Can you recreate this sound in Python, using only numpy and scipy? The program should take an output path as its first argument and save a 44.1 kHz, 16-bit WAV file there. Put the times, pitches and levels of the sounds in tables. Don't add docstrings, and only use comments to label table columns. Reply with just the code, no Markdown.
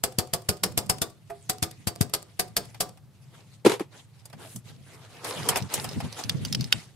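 import sys
import numpy as np
from scipy import signal
from scipy.fft import rfft, irfft, next_fast_len
from scipy.io import wavfile

SR = 44100
rng = np.random.default_rng(int(sys.argv[2]) if len(sys.argv) > 2 else 0)


def materialize(psi):
    bounded = np.clip(np.atleast_2d(psi).T, -1, 1)
    quanta = np.round(bounded * 32767).astype(np.int16)
    wavfile.write(sys.argv[1], SR, quanta)


N = 306495
T = np.arange(N) / SR
HIT_T = T[:SR // 2]
LEAD_S = .006


def undb(db):
    return 10 ** (np.asarray(db) / 20)


def add(track, s, sound, pan_db=0):
    i = max(int(s * SR), 0)
    sides = undb([[pan_db / 2], [-pan_db / 2]])
    track[:, i:i + sound.shape[-1]] += (sound * sides)[:, :N - i]


def noise(like, size=N, grain_db=0):
    like = np.clip(like, 0, 1)
    shared = np.sqrt(like) * rng.standard_normal(size)
    x = shared + np.sqrt(1 - like) * rng.standard_normal((2, size))
    grain = np.repeat(rng.standard_normal(size // 16 + 1), 16)[:size]
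    x = x * undb(grain_db * grain)
    return x / x.std()


def through(x, response):
    response = np.atleast_2d(response)
    energy = (response ** 2).sum(1).mean()
    return signal.fftconvolve(x, response / np.sqrt(energy), axes=1)[:, :x.shape[1]]


def colour(x, points, size=4096):
    hz, db = np.transpose(points)
    bins_hz = np.arange(size // 2 + 1) * SR / size
    shape = np.interp(np.log(bins_hz + 1), np.log(hz), db)
    cepstrum = irfft(np.log(undb(shape)))
    cepstrum[1:size // 2] *= 2
    cepstrum[size // 2 + 1:] = 0
    return through(x, irfft(np.exp(rfft(cepstrum))))


def fade(t60):
    return np.exp(-np.log(1000) * HIT_T / max(t60, 1e-3))


def ring(x, modes, t60, detune=0., scatter_db=0):
    t = HIT_T[:int(t60 * SR)]
    decay = fade(t60)[:len(t)]
    response = 0
    for (hz, db), (shift, size, *skew) in zip(modes, rng.standard_normal((len(modes), 4))):
        side_phase = np.array(skew)[:, None] * min(hz / 1500, 2)
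        phase = 2 * np.pi * hz * (1 + detune * shift) * t + side_phase
        response = response + undb(db + scatter_db * size) * decay * np.sin(phase)
    return through(x, response)


def contact(t60, like, crack=0., grain_db=3, swell_s=0.0014):
    t = HIT_T[:SR // 4] - LEAD_S
    envelope = np.exp(np.minimum(t / swell_s, -np.log(1000) * t / max(t60, 1e-3)))
    x = noise(like, len(t), grain_db) * envelope
    x[:, int(LEAD_S * SR)] += crack
    return x


def bounced(x, delay_s, db):
    return x + undb(db) * np.roll(x, int(delay_s * SR), axis=1)


def waver(rate, depth_db):
    targets = rng.standard_normal(4096)
    return undb(depth_db * np.interp(T * rate, np.arange(4096), targets))


def gestures(rows, attack_s, release_s):
    total = 0
    for s, length, db in rows:
        swell = np.clip((T - s) / attack_s, 0, 1)
        dying = np.exp(-np.maximum(T - s - length, 0) / release_s)
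        total = total + undb(db) * swell * dying
    return total


# frequency in Hz, level in dB before the overall level.
AIR = [(18, -88), (30, -37.5), (86, -7), (103, 2.5), (124, 5), (266, -18.5), (760, -27.5), (844, -27),
       (1350, -31.5), (1720, -34.5), (3060, -38), (3670, -37.5), (6050, -40.5), (13000, -41.5),
       (16000, -52)]
AIR_DB = -52.5


def room_drone():
    return colour(noise(0.73), AIR) * waver(2.5, 1.0) * undb(AIR_DB)


# frequency in Hz, relative level in dB.
ROOM_COLOUR = [(50, -14.5), (150, -0.5), (400, 7.5), (900, 3), (2000, -1), (5000, -4), (9000, -5.5),
               (15000, -44)]


def room(x, wet_db, t60=0.28):
    tail = through(x, noise(0.94, len(HIT_T)) * fade(t60) * (1 - fade(0.023)))
    return x + undb(wet_db) * colour(tail, ROOM_COLOUR)


# start in seconds, length in seconds, level in dB.
CUFFS = [(4.39, 0.2, -53.5), (5.26, 0.047, -41), (5.8, 0.041, -44)]
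# frequency in Hz, relative level in dB.
CUFF_COLOUR = [(3000, -22), (7000, -1), (9500, 5), (13000, -5), (16000, -19)]


def cuffs():
    brushing = gestures(CUFFS, attack_s=0.015, release_s=0.0077)
    return colour(noise(.25, grain_db=2) * waver(54, 2) * brushing, CUFF_COLOUR)


def glove_swish(s=1.385, length=.1, start_hz=10000, end_hz=5200, db=-54):
    out = np.zeros((2, N))
    u = np.linspace(0, 1, int(length * SR))
    threads = colour(noise(.3, len(u), grain_db=8), [(700, 0), (1600, -10), (4000, -26), (8000, -50)])
    glide = np.sin(2 * np.pi * np.cumsum(start_hz + (end_hz - start_hz) * u) / SR)
    flutter = waver(72, 5.1)[:len(u)]
    add(out, s, undb(db) * threads * glide * np.sin(np.pi * u) * flutter)
    return out


def scuff(x):
    size = next_fast_len(N)
    spectrum = rfft(x, size)
    octave = np.log2(np.arange(size // 2 + 1) * SR / size + 1)
    out = 0
    for centre in np.arange(7, 14.2, 1 / 3):
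        band = np.maximum(1 - 3 * np.abs(octave - centre), 0)
        out = out + irfft(spectrum * band, size)[:, :N] * waver(40, 3.5)
    return out


GRIT_PER_S, GRIT_DB, GRIT_SPREAD_DB = 27, 21, 4.5


def grit():
    size_db = GRIT_DB + GRIT_SPREAD_DB * np.clip(rng.standard_normal(N), -2, 2)
    catches = (rng.random(N) < GRIT_PER_S / SR) * undb(size_db)
    ticks = through(np.array([catches, catches]), contact(0.021, .3))
    return colour(ticks, HEAD_COLOUR)


# start in seconds, length in seconds, level in dB, hiss in dB relative to that level.
STROKES = [(1.787, 0.033, -69, 7), (2.242, 0.056, -67, 2), (2.606, 0.025, -55.5, 5), (3.21, .02, -71, 8),
           (3.301, 0.11, -63.5, -0.5), (3.908, 0.043, -55.5, -5), (4.13, 0.1, -69.5, -0.5),
           (4.368, 0.064, -46, -5), (4.456, 0.062, -74.5, 16), (4.641, 0.029, -54, 3.5),
           (4.856, 0.21, -56.5, -2), (5.09, 0.19, -54, 0), (5.239, 0.35, -41, -1),
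           (5.421, 0.13, -41.5, -25), (5.69, 0.11, -39, -1), (5.847, 0.39, -51.5, 0.5),
           (6.16, 0.041, -50, 3.5), (6.282, 0.13, -53, 2), (6.401, 0.43, -59, 7)]
STROKE_ATTACK_S, STROKE_RELEASE_S = 0.042, 0.047
# start in seconds, length in seconds, level in dB.
FLEXES = [(.62, 0.37, -43), (1.49, .7, -56), (2.39, .5, -53), (4.33, 0.06, -45), (4.54, 0.035, -42),
          (4.65, 0.16, -50), (5.35, 0.24, -39), (5.61, 0.029, -32.5), (5.75, 0.19, -39),
          (5.955, 0.027, -31.5), (6.02, 0.022, -27.5), (6.24, 0.077, -35), (6.33, 0.242, -31),
          (6.58, 0.087, -32), (6.735, 0.016, -31.5)]
FLEX_ATTACK_S, FLEX_RELEASE_S = 0.0056, 0.023
# frequency in Hz, relative level in dB.
SCRAPE_COLOUR = [(150, -37), (250, -5), (468, -0.5), (597, -5.5), (735, -2.5), (1130, -6.5), (1240, -7),
                 (4000, -23.5), (5200, -71.5), (8800, -120)]
HISS_COLOUR = [(1180, -18.5), (2000, -7.5), (4610, -9.5), (5030, -12), (5930, -13), (10000, -14.5),
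               (14800, -30), (16000, -52)]
RUMBLE_COLOUR = [(18, -29), (30, -33.5), (43, -25), (102, 2), (119, 5.5), (250, -5.5), (347, -18.5),
                 (424, -20), (500, -26.5), (650, -25.5), (1100, -120)]
REST_START_S, REST_END_S, REST_DB = 2.97, 3.65, -5


def handling():
    slip = waver(40, 2.4)
    resting = (T > REST_START_S) & (T < REST_END_S)
    sleeves = waver(13, 5) * undb(REST_DB * resting)
    drag_rows = [(s, length, db) for s, length, db, _ in STROKES]
    slide_rows = [(s, length, db + hiss_db) for s, length, db, hiss_db in STROKES]
    drag = gestures(drag_rows, STROKE_ATTACK_S, STROKE_RELEASE_S)
    slide = gestures(slide_rows, STROKE_ATTACK_S, STROKE_RELEASE_S)
    scrape = colour(noise(0.71, grain_db=3.5) * (drag + undb(-83) * sleeves), SCRAPE_COLOUR)
    hiss = colour(noise(0.18, grain_db=2) * (slide + undb(-68) * sleeves), HISS_COLOUR)
    flexing = gestures(FLEXES, FLEX_ATTACK_S, FLEX_RELEASE_S)
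    bumps = colour(noise(0.22) * waver(70, 3) * flexing, RUMBLE_COLOUR)
    return scuff(slip * (scrape + undb(-1.5) * hiss)) + slide * grit() + bumps


# frequency in Hz, relative level in dB.
LUG = [(400, -4.5), (685, -3), (800, -17), (1160, -18)]
LUG_T60_S = .14


def nudge(s=1.296, db=-40):
    push = np.zeros((2, N))
    add(push, s, undb(db) * contact(0.095, 0.76, crack=8.4, swell_s=0.0024))
    note = undb(6) * ring(push, LUG, LUG_T60_S)
    dull = undb(-1.0) * colour(push, KNOCK_COLOUR)
    bright = undb(-9.5) * colour(push, TAP_COLOUR)
    return note + dull + bright


# start in seconds, thud level in dB, base pitch in Hz, clatter level in dB before its boost.
CLUNKS = [(3.65, -4, 433, -23), (3.66, -5, 401, -18.5), (3.664, 3, 398.5, -29), (3.677, -24, 418, -36),
          (3.695, -17.5, 377, -24.5), (3.717, -23, 405, -25.5), (3.737, -40, 446, -33),
          (3.806, -14, 371, -40)]
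# multiple of the thud's pitch, level in dB.
HOLLOW = [(0.662, -6), (1, 4.5), (1.7, -15.5), (2.3, -14.5)]
# frequency in Hz, relative level in dB.
CLUNK_COLOUR = [(71, -43.5), (120, -16), (188, -12.5), (222, -19), (418, 2), (605, -15), (930, -9.5),
                (1370, -19.5), (3520, -20.5), (5190, -26), (11500, -30), (14400, -44.5), (16000, -106)]


def heavy_tool():
    thuds, clatter = np.zeros((2, 2, N))
    for s, db, hz, clatter_db in CLUNKS:
        sagging_hz = hz * (0.726 + 0.45 * fade(0.042))
        phase = 2 * np.pi * np.cumsum(sagging_hz) / SR
        body = sum(undb(mode_db) * np.sin(multiple * phase) for multiple, mode_db in HOLLOW)
        add(thuds, s, undb(db) * body * fade(0.033) * (1 - fade(0.021)))
        add(clatter, s + 0.0011 - LEAD_S, undb(clatter_db + 4.5) * contact(0.12, 0.49, grain_db=0.5))
    return thuds + colour(clatter, CLUNK_COLOUR)


# start in seconds, strength in dB, hardness in dB (more tick, less dull knock).
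CLASHES = [(2.745, -47, -7.5), (2.973, -56, -5), (3.796, -39.5, -8.5), (4.255, -48, 2), (4.299, -55.5, -4),
           (4.329, -47.5, -9.5), (4.56, -47, 9.5), (5.245, -36.5, -1), (5.488, -22, 1.5), (5.527, -47, -18),
           (5.558, -26.5, -7.5), (5.57, -30.5, 3), (5.739, -27, 4.5), (5.777, -41.5, -10), (5.843, -34, -3),
           (6.003, -40, -9.5), (6.189, -41, -6.5)]
# frequency in Hz, relative level in dB.
KNOCK_COLOUR = [(150, -26), (400, 0), (750, 12), (1400, -0.5), (2500, 1.5), (6000, -60)]
TICK_COLOUR = [(800, 7), (2000, -18.5), (6500, 10.5), (8500, 14.5), (12500, 9.5), (16000, -3)]
CLASH_T60_S, CLASH_KNOCK_DB, CLASH_TICK_DB = 0.066, -5.5, -6.5
CLASH_RING_DB_PER_DB = 0.1


def lugs():
    knock, metal, tick = np.zeros((3, 2, N))
    for s, db, hard_db in CLASHES:
        s += .001 - LEAD_S
        t60 = CLASH_T60_S * undb(CLASH_RING_DB_PER_DB * (db + 24))
        blow = undb(db) * contact(t60, 0.47, crack=2)
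        add(knock, s, undb(db + CLASH_KNOCK_DB - hard_db) * contact(1.67 * t60, 0.58))
        rung = undb(-0.5) * ring(blow, HEAD, HEAD_T60_S, detune=0.045)
        add(metal, s, rung + undb(-4) * colour(blow, TAP_COLOUR))
        add(tick, s, undb(db + CLASH_TICK_DB + hard_db) * contact(t60, 0.25, crack=2.5))
    return undb(2.5) * colour(knock, KNOCK_COLOUR) + metal + undb(10) * colour(tick, TICK_COLOUR)


# start in seconds, strength in dB, left minus right in dB.
CLINKS = [(5.623, -32.5, -4), (5.89, -29.5, -3), (6.126, -31.5, -5), (6.237, -28.5, -9), (6.295, -16, -1),
          (6.45, -21.5, -4.5), (6.526, -20, -3.5), (6.548, -18.5, 2), (6.609, -25.5, -0.5),
          (6.642, -30.5, 0), (6.725, -9.5, -3.5)]
# frequency in Hz, relative level in dB.
HEAD = [(1550, -18), (2980, 1), (3250, 5), (3480, -3.5), (3720, 4), (4650, 0), (4880, 3.5), (5200, 6.5),
        (5900, 0.5)]
# frequency in Hz, relative level in dB.
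HEAD_COLOUR = [(400, -31.5), (1000, -13), (1550, -2.5), (2200, -4), (3300, 1.5), (5200, 7.5), (6500, -6),
               (12000, -19.5), (16000, -16)]
HEAD_T60_S, CLINK_T60_S, CLINK_KNOCK_DB, CLINK_TICK_DB = .016, 0.024, -28, -22.5
EVEN_BLOW_DB, TILT_DB_PER_OCTAVE_PER_DB = -17, 2.1


def crimper_head():
    knock, head, tick = np.zeros((3, 2, N))
    for s, db, pan_db in CLINKS:
        s += .001 - LEAD_S
        tilt_db = TILT_DB_PER_OCTAVE_PER_DB * (EVEN_BLOW_DB - db)
        modes = [(hz, mode_db + tilt_db * np.log2(hz / HEAD[0][0])) for hz, mode_db in HEAD]
        blow = undb(db - 3) * contact(CLINK_T60_S, 0.56, crack=8.6, swell_s=0.0012)
        if db < EVEN_BLOW_DB - 2:
            blow = undb(-2.5) * bounced(blow, .008, -10.5)
        add(knock, s, undb(db + CLINK_KNOCK_DB) * contact(5.1 * CLINK_T60_S, 0.49), pan_db)
        rung = undb(-2) * ring(blow, modes, HEAD_T60_S, detune=0.023, scatter_db=-3)
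        add(head, s, rung + undb(-2.0) * colour(blow, HEAD_COLOUR), pan_db)
        add(tick, s, undb(db + CLINK_TICK_DB) * contact(CLINK_T60_S, 0.3, crack=3.5), pan_db)
    return undb(-2.5) * colour(knock, KNOCK_COLOUR) + head + undb(10) * colour(tick, TICK_COLOUR)


# start in seconds, strength in dB, thump in dB relative to that strength.
TAPS = [(0.036, 0, 1), (0.185, -.5, 5.5), (0.334, 0, -4.5), (0.488, .5, 6), (0.634, 2, -12), (0.775, .5, 5),
        (0.895, 0.5, 1), (1.016, -0.5, 0.5), (1.494, -0.5, -2.5), (1.625, 0, 2), (1.871, -1.5, 3),
        (2.009, -1.5, 9), (2.136, -.5, -6), (2.394, 0.5, 4), (2.565, 0.5, -7.5), (2.804, 1, -0.5)]
# frequency in Hz, relative level in dB.
STEEL = [(2750, -32.5), (3550, 0.5), (3980, 1.5), (4600, 10.5), (4800, -6.5), (5000, -14.5), (5220, 7.5),
         (6060, -26), (7960, 1), (8250, -19), (8900, 5.5), (11200, -3)]
PANEL = [(120, -17), (178, 13), (265, -1.5), (335, 10), (425, 9.5), (520, 5.5), (640, -13), (725, 14),
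         (840, -5.5), (1010, -12), (1200, 8.5)]
# frequency in Hz, relative level in dB.
TAP_COLOUR = [(180, -28.5), (300, -11.5), (398, -10), (787, -5), (1870, -8), (4230, -6.5), (4670, -1.5),
              (6100, -8), (8500, -2.5), (9390, -6), (11900, -4), (14000, -12), (16000, -26)]
CABINET_COLOUR = [(100, -36), (200, -1.5), (400, 2.5), (800, -1), (1300, -9.5), (2200, -21), (6000, -21.5)]
THUMP_COLOUR = [(25, -35), (50, -26.5), (90, -2), (125, -1.5), (200, -9), (400, -20), (1200, -44)]
STEEL_T60_S, PANEL_T60_S = .05, .1
TAP_STEEL_DB, TAP_PANEL_DB, TAP_THUMP_DB = -20.5, -30.5, -28
BOUNCE_S, BOUNCE_DB = .0045, -13
GRIP_START_S, GRIP_END_S, GRIP_DAMPING_DB = 1.3, 2.5, -3.5


def pliers(rebound_s=0.0932, rebound_spread_s=0.0045):
    clack, knock, rings, thump = np.zeros((4, 2, N))
    t = HIT_T[:SR // 4]
    for (s, db, thump_db), (late, rebound, lean, hop) in zip(TAPS, rng.standard_normal((len(TAPS), 4))):
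        gripped = GRIP_START_S < s < GRIP_END_S
        panel_db = TAP_PANEL_DB + db + GRIP_DAMPING_DB * gripped
        s += .0024 - LEAD_S
        brush_shape = np.exp(-((t - rebound_s - 0.0015 * late) / rebound_spread_s) ** 2)
        brush = undb(1.34 * rebound) * noise(0.34, len(t), 9.0) * brush_shape
        crack = contact(0.059, 0.053, crack=3.94, grain_db=4.0)
        strike = bounced(crack, BOUNCE_S * np.exp(0.33 * hop), BOUNCE_DB)
        rattle = contact(0.097, 0.12, grain_db=-7.5)
        touch = undb(TAP_STEEL_DB + db) * (strike + undb(-15.5) * rattle + undb(-28.5) * brush)
        panel_hit = contact(0.084, 0.72, crack=3.2) + undb(-5.0) * contact(0.2, 1.0)
        blow = undb(panel_db) * (panel_hit + undb(-18) * brush)
        add(clack, s, touch)
        add(knock, s, blow)
        steel = ring(touch, STEEL, STEEL_T60_S, detune=.012, scatter_db=2.5)
        panel = ring(blow, PANEL, PANEL_T60_S, detune=.025, scatter_db=2)
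        add(rings, s, undb(-9.5) * steel + undb(-1.0) * panel)
        ports = np.array([[1.8], [0.25 + 0.24 * lean]])
        push = -contact(0.025, 0.047, crack=13.9, grain_db=0.5)
        add(thump, s - .002, ports * undb(TAP_THUMP_DB + db + thump_db) * push)
    clacks = undb(3) * colour(clack, TAP_COLOUR)
    knocks = undb(0.5) * colour(knock, CABINET_COLOUR)
    return clacks + knocks + rings + colour(thump, THUMP_COLOUR)


def scene():
    tools = room(pliers() + nudge(), -18.5) + room(heavy_tool(), -34.5)
    close_clinks = room(lugs() + crimper_head(), -29)
    return tools + close_clinks + handling() + glove_swish() + cuffs() + room_drone()


TOP_HZ = 15600


def record(dry):
    limited = np.clip(dry, -.8, .8)
    return signal.sosfilt(signal.ellip(8, .2, 70, TOP_HZ, fs=SR, output="sos"), limited)


dry = scene()
out = record(dry)
materialize(out)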